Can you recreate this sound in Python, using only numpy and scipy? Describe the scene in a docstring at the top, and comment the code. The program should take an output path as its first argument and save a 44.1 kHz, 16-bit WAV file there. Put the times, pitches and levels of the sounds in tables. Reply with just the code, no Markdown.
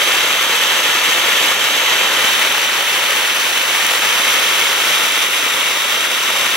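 """Homemade rocket motor burning

A solid-fuel motor lies outdoors among sticks and stones. Its swirling exhaust roars and hisses as
the burn surges and sags. Slag (burnt leftover fuel) sizzles in the flame, and now and then a spark
snaps. Two close, hand-held microphone openings (ports) each colour the sound and turn a little."""
import sys
import numpy as np
from scipy import signal
from scipy.fft import rfft, irfft, next_fast_len
from scipy.io import wavfile
from scipy.ndimage import map_coordinates

SR = 44100
rng = np.random.default_rng(int(sys.argv[2]) if len(sys.argv) > 2 else 0)


def output_pcm(signal):
    """Save a mono or channel-first signal as 16-bit PCM at the path in sys.argv[1].

    Samples are clipped to [-1, 1] before scaling.
    """
    pcm = np.clip(np.atleast_2d(signal).T, -1, 1) * 32767
    wavfile.write(sys.argv[1], SR, np.round(pcm).astype(np.int16))


N = 289296
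TIME = np.arange(N) / SR
FFT_SIZE = next_fast_len(N + 4096)
FREQS = np.maximum(np.arange(FFT_SIZE // 2 + 1) * SR / FFT_SIZE, 1)


def from_db(db):
    """Turn decibels into a number to multiply by."""
    return 10 ** (np.asarray(db) / 20)


def unit_power(x):
    """Scale a signal so its average power is 1."""
    return x / np.sqrt(np.mean(x ** 2) + 1e-20)


def over_time(rows):
    """Join a table's points in time, giving one curve for each value column."""
    time_s, *columns = np.transpose(rows)
    return [np.interp(TIME, time_s, column) for column in columns]


def over_pitch(rows):
    """Join a table's points from low to high pitch, giving each octave equal room."""
    pitch_hz, values = np.transpose(rows)
    return np.interp(np.log(FREQS), np.log(pitch_hz), values)


def bells(rows):
    """A tone colour made of bell-shaped boosts and cuts."""
    return from_db(sum(db * .5 ** ((2 * (FREQS - hz) / width) ** 2) for hz, width, db in rows))


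def filtered(x, response):
    """Multiply each frequency in a sound by its own factor."""
    return irfft(rfft(x, FFT_SIZE) * response, FFT_SIZE)[..., :N]


def tinted(x, rows, share):
    """Blend in a share of a tone colour."""
    return x + share * filtered(x, bells(rows) - 1)


def delayed(x, seconds):
    """Delay a sound by an amount that keeps changing."""
    return map_coordinates(x, [(TIME - seconds) * SR], order=5, mode="nearest")


def flutter(rate_hz):
    """A random wobble, typically of size 1, up to about this rate."""
    slow_band = 1 / (1 + (FREQS / rate_hz) ** 2) * FREQS / (FREQS + 2)
    return unit_power(filtered(rng.standard_normal(N), slow_band))


# The hand sways towards and away from the ground: time_s, position (about -1 to 1)
HAND_SWAY = [(0, 0.046), (1.8, 0), (2.3, 0.82), (2.8, 0.96), (3.8, 0.91), (4.3, 0.11), (5.3, -0.58),
             (6.56, -0.52)]
# Echoes from sticks and stones at each port: delay_ms, sway_change_ms, strength (a factor)
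LEFT_BOUNCES = [(1.3, 0.17, -0.13), (1.26, -0.12, 0.092), (1.566, 0.17, -0.074), (2.526, 0.35, -0.091)]
RIGHT_BOUNCES = [(.617, 0.1, 0.064), (.754, 0.056, -0.042), (1.286, .132, 0.097), (1.358, 0.17, -0.069)]

def near_echoes(x, echoes, above_hz=1200):
    """Small things bounce back only high pitches; the echoes shift as the hand sways."""
    treble = filtered(x, 1 / (1 + (above_hz / FREQS) ** 2))
    sway = over_time(HAND_SWAY)[0]
    return x + sum(strength * delayed(treble, (delay_ms + change_ms * sway) / 1000)
                   for delay_ms, change_ms, strength in echoes)


# Tone colours of the spot: pitch_hz, width_hz, boost_db
STONE_HOLLOW = [(518, 122, 2.5), (733, 130, -2)]  # the hollow between the stones
LEFT_FIRST_COLOUR = [(2750, 650, 0.5), (3740, 250, 2)]  # each port, where the hand starts out
RIGHT_FIRST_COLOUR = [(3640, 710, 1.5), (5250, 280, -6), (6900, 490, 1)]
NOOK_COLOUR = [(780, 150, -2), (1370, 230, 0.5), (1740, 180, -2), (2200, 250, -0.6), (3750, 190, 2.5),
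               (4700, 1000, -1)]  # the nook the hand ends up facing
# The hand moves from its first place to its last: time_s, first_share, nook_share (both 0 to 1)
HAND_PLACE = [(1.7, 0.9, 0), (3.6, 0, 0), (4.3, 0, 0), (5.4, 0, 0.9)]

def surroundings(sound):
    """The hollow, the near echoes and the place of the hand all colour the sound."""
    first_share, nook_share = np.clip(over_time(HAND_PLACE), 0, 1)
    left, right = filtered(sound, bells(STONE_HOLLOW))
    left = tinted(near_echoes(left, LEFT_BOUNCES), LEFT_FIRST_COLOUR, first_share)
    right = tinted(near_echoes(right, RIGHT_BOUNCES), RIGHT_FIRST_COLOUR, first_share)
    return tinted(np.array([left, right]), NOOK_COLOUR, nook_share)


# How alike the flame sounds at the two ports: pitch_hz, likeness (0 to 1)
PORT_LIKENESS = [(30, .65), (100, .88), (300, .985), (550, .98), (760, .83), (1000, .94), (1550, .65),
                 (1900, .88), (3000, .78), (3270, .3), (3600, .87), (6500, .58), (12700, .56), (15000, .25)]

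def wide_flame(common, apart):
    """The flame is wide, so left and right agree less in the treble."""
    alike = np.clip(over_pitch(PORT_LIKENESS), 0, .995)
    middle = filtered(common, np.sqrt((1 + alike) / 2))
    side = filtered(apart, np.sqrt((1 - alike) / 2))
    return middle + side * [[1], [-1]]


def snap(clicks, above_hz):
    """A bursting grain makes a very short, bright spike of pressure."""
    high_pass = signal.butter(2, above_hz, "high", fs=SR, output="sos")
    return signal.sosfilt(high_pass, clicks + 1e-18)


def sizzle(burn, base_grains_per_s=700, spread_db=1.0, base_db=-35):
    """Grains of slag burst at random all over the flame, more often when the burn is strong."""
    bursts = rng.random(N) < base_grains_per_s * burn / SR
    sizes = from_db(spread_db * np.minimum(rng.exponential(1, N), 4))
    grains = bursts * sizes * rng.choice([-1, 1], N)
    scattered = wide_flame(grains, grains * rng.uniform(-1, 1, N))
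    return from_db(base_db) * unit_power(snap(scattered, above_hz=7500))


# Single sparks: start_s, relative_level_db
SPARK_SNAPS = [(1.6094, -10), (2.5244, -8), (2.825, -10), (3.106, -7), (3.5784, -9), (3.867, -1),
               (4.8854, -12), (5.1214, -7), (5.3504, -12)]

def sparks(boost_db=8, echo_s=0.00081, echo_db=-8):
    """Larger grains snap one at a time, each with a quick echo from the stones."""
    start_s, level_db = np.transpose(SPARK_SNAPS)
    clicks = np.zeros(N)
    clicks[(start_s * SR).astype(int)] = from_db(level_db + boost_db)
    clicks[((start_s + echo_s) * SR).astype(int)] += from_db(level_db + boost_db + echo_db)
    return snap(clicks, above_hz=4000)


# The burn slowly swells and sags around its average: time_s, level_db
BURN_SWELL = [(0, 1), (0.4, -0.4), (0.6, 0.34), (1.5, 1.06), (1.75, 0.2), (2.25, 1.0), (2.45, 1.5),
              (2.6, -1), (3.1, -0.3), (3.5, -1.0), (3.85, 0.1), (4.3, 1.0), (4.6, 0.2), (4.97, 0.9),
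              (5.25, -0.6), (6.22, -1.44), (6.34, -0.3), (6.56, -0.6)]
# The jet chokes for a moment, probably on slag: middle_s, length_s, depth_db
JET_CHOKES = [(1.568, 0.046, 2), (2.103, .025, 1.2), (2.49, .025, 2), (3.33, 0.025, 1.2),
              (4.003, .035, 2.5), (4.753, .035, 1.3), (5.115, .042, 2.5), (5.29, 0.049, 1.5),
              (6.085, 0.035, 1.7)]

def burn_strength(surge_db=0.37):
    """The fuel burns unevenly: slow swells, random surges and short dips where the jet chokes."""
    swell_db = over_time(BURN_SWELL)[0]
    dips_db = sum(depth_db * .5 ** ((2 * (TIME - middle_s) / length_s) ** 2)
                  for middle_s, length_s, depth_db in JET_CHOKES)
    return from_db(swell_db + surge_db * flutter(rate_hz=9) - dips_db)


# Tone of the exhaust noise: pitch_hz, relative_level_db
JET_TONE = [(20, -36.1), (40, -39), (80, -24), (160, -20), (350, -10), (1000, -2.5), (2200, 0.0),
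            (3500, -1.5), (5000, -8), (8500, -16), (16000, -15)]
# How bright the exhaust is: time_s, hiss_over_roar_db
JET_BRIGHTNESS = [(0, -1.5), (1.1, -1), (2.1, -2.7), (3.8, 1.3), (5.4, 0.2), (6.2, -0.5), (6.56, -1)]

def exhaust(roar_below_hz=890, hiss_above_hz=4800, base_db=-15.5):
    """Big swirls of gas roar, the jet's core rushes, tiny swirls hiss; uneven burning shakes them all."""
    white_noise = wide_flame(*rng.standard_normal((2, N)))
    noise = unit_power(filtered(white_noise, from_db(over_pitch(JET_TONE))))
    lows = 1 / (1 + (FREQS / roar_below_hz) ** 4)
    highs = 1 / (1 + (hiss_above_hz / FREQS) ** 4)
    bright_db = over_time(JET_BRIGHTNESS)[0]
    roar_share = 0.52  # this much of a brightening is the roar sinking; the rest is the hiss rising
    roar_db = -roar_share * bright_db + 1.84 * flutter(rate_hz=59)
    rush_db = 0.08 * flutter(rate_hz=47)
    hiss_db = (1 - roar_share) * bright_db + 0.72 * flutter(rate_hz=90)
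    sputter_db = 0.47 * flutter(rate_hz=75)
    roar = filtered(noise, lows) * from_db(roar_db)
    rush = filtered(noise, 1 - lows - highs) * from_db(rush_db)
    hiss = filtered(noise, highs) * from_db(hiss_db)
    return (roar + rush + hiss) * from_db(base_db + sputter_db)


def scene():
    """The burn drives the exhaust and sizzle, sparks join in, and the surroundings colour it all."""
    burn = burn_strength()
    flame = burn * (exhaust() + sizzle(burn))
    return surroundings(flame + sparks())


# Each port's own tone colour: pitch_hz, width_hz, boost_db
LEFT_PORT_COLOUR = [(710, 180, -2), (1320, 400, 3), (1580, 180, -2.5), (1785, 290, 3.5), (2180, 370, 4.5),
                    (2710, 390, 4), (3280, 190, -10), (4450, 1110, -8), (6300, 1070, 6), (12020, 2850, 7.5),
                    (14430, 3440, -10.5)]
RIGHT_PORT_COLOUR = [(1024, 220, -3), (2190, 1070, -3), (3110, 550, 7), (3775, 400, 3), (5130, 290, 0.5),
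                     (6150, 870, 5), (6560, 370, -4.5), (7290, 500, 7.5), (8540, 530, 3.0)]
# Sound bends round the microphone's case: pitch_hz, left_lead_radians
CASE_BEND = [(400, 0), (1450, -.15), (1750, .4), (2500, -.6), (3150, -2.3), (3350, -5.8), (4100, -6.5),
             (5100, -5.45), (7000, -8.7), (9200, -6.2), (11500, -6.7), (12600, -8.9), (13400, -11.3),
             (15000, -12.8)]
# The hand turns: time_s, left_lead_microseconds
HAND_TURN = [(0, 12), (.35, 26), (1.9, 33), (2.4, 10), (2.7, 5), (3.4, -2), (4.6, -3), (5.1, 6), (5.7, -3),
             (6.56, 14)]

def record(dry, cutoff_hz=15780):
    """Each port adds its colour; the case and the turning shift the left in time; top treble is cut."""
    bend = np.exp(1j * over_pitch(CASE_BEND))
    left = filtered(dry[0], bells(LEFT_PORT_COLOUR) * bend)
    right = filtered(dry[1], bells(RIGHT_PORT_COLOUR))
    left_lead_s = over_time(HAND_TURN)[0] / 1e6
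    left = delayed(left, -left_lead_s)
    low_pass = 1 / np.sqrt(1 + (FREQS / cutoff_hz) ** 400)
    return filtered(np.array([left, right]), low_pass)


dry = scene()
out = record(dry)
output_pcm(out)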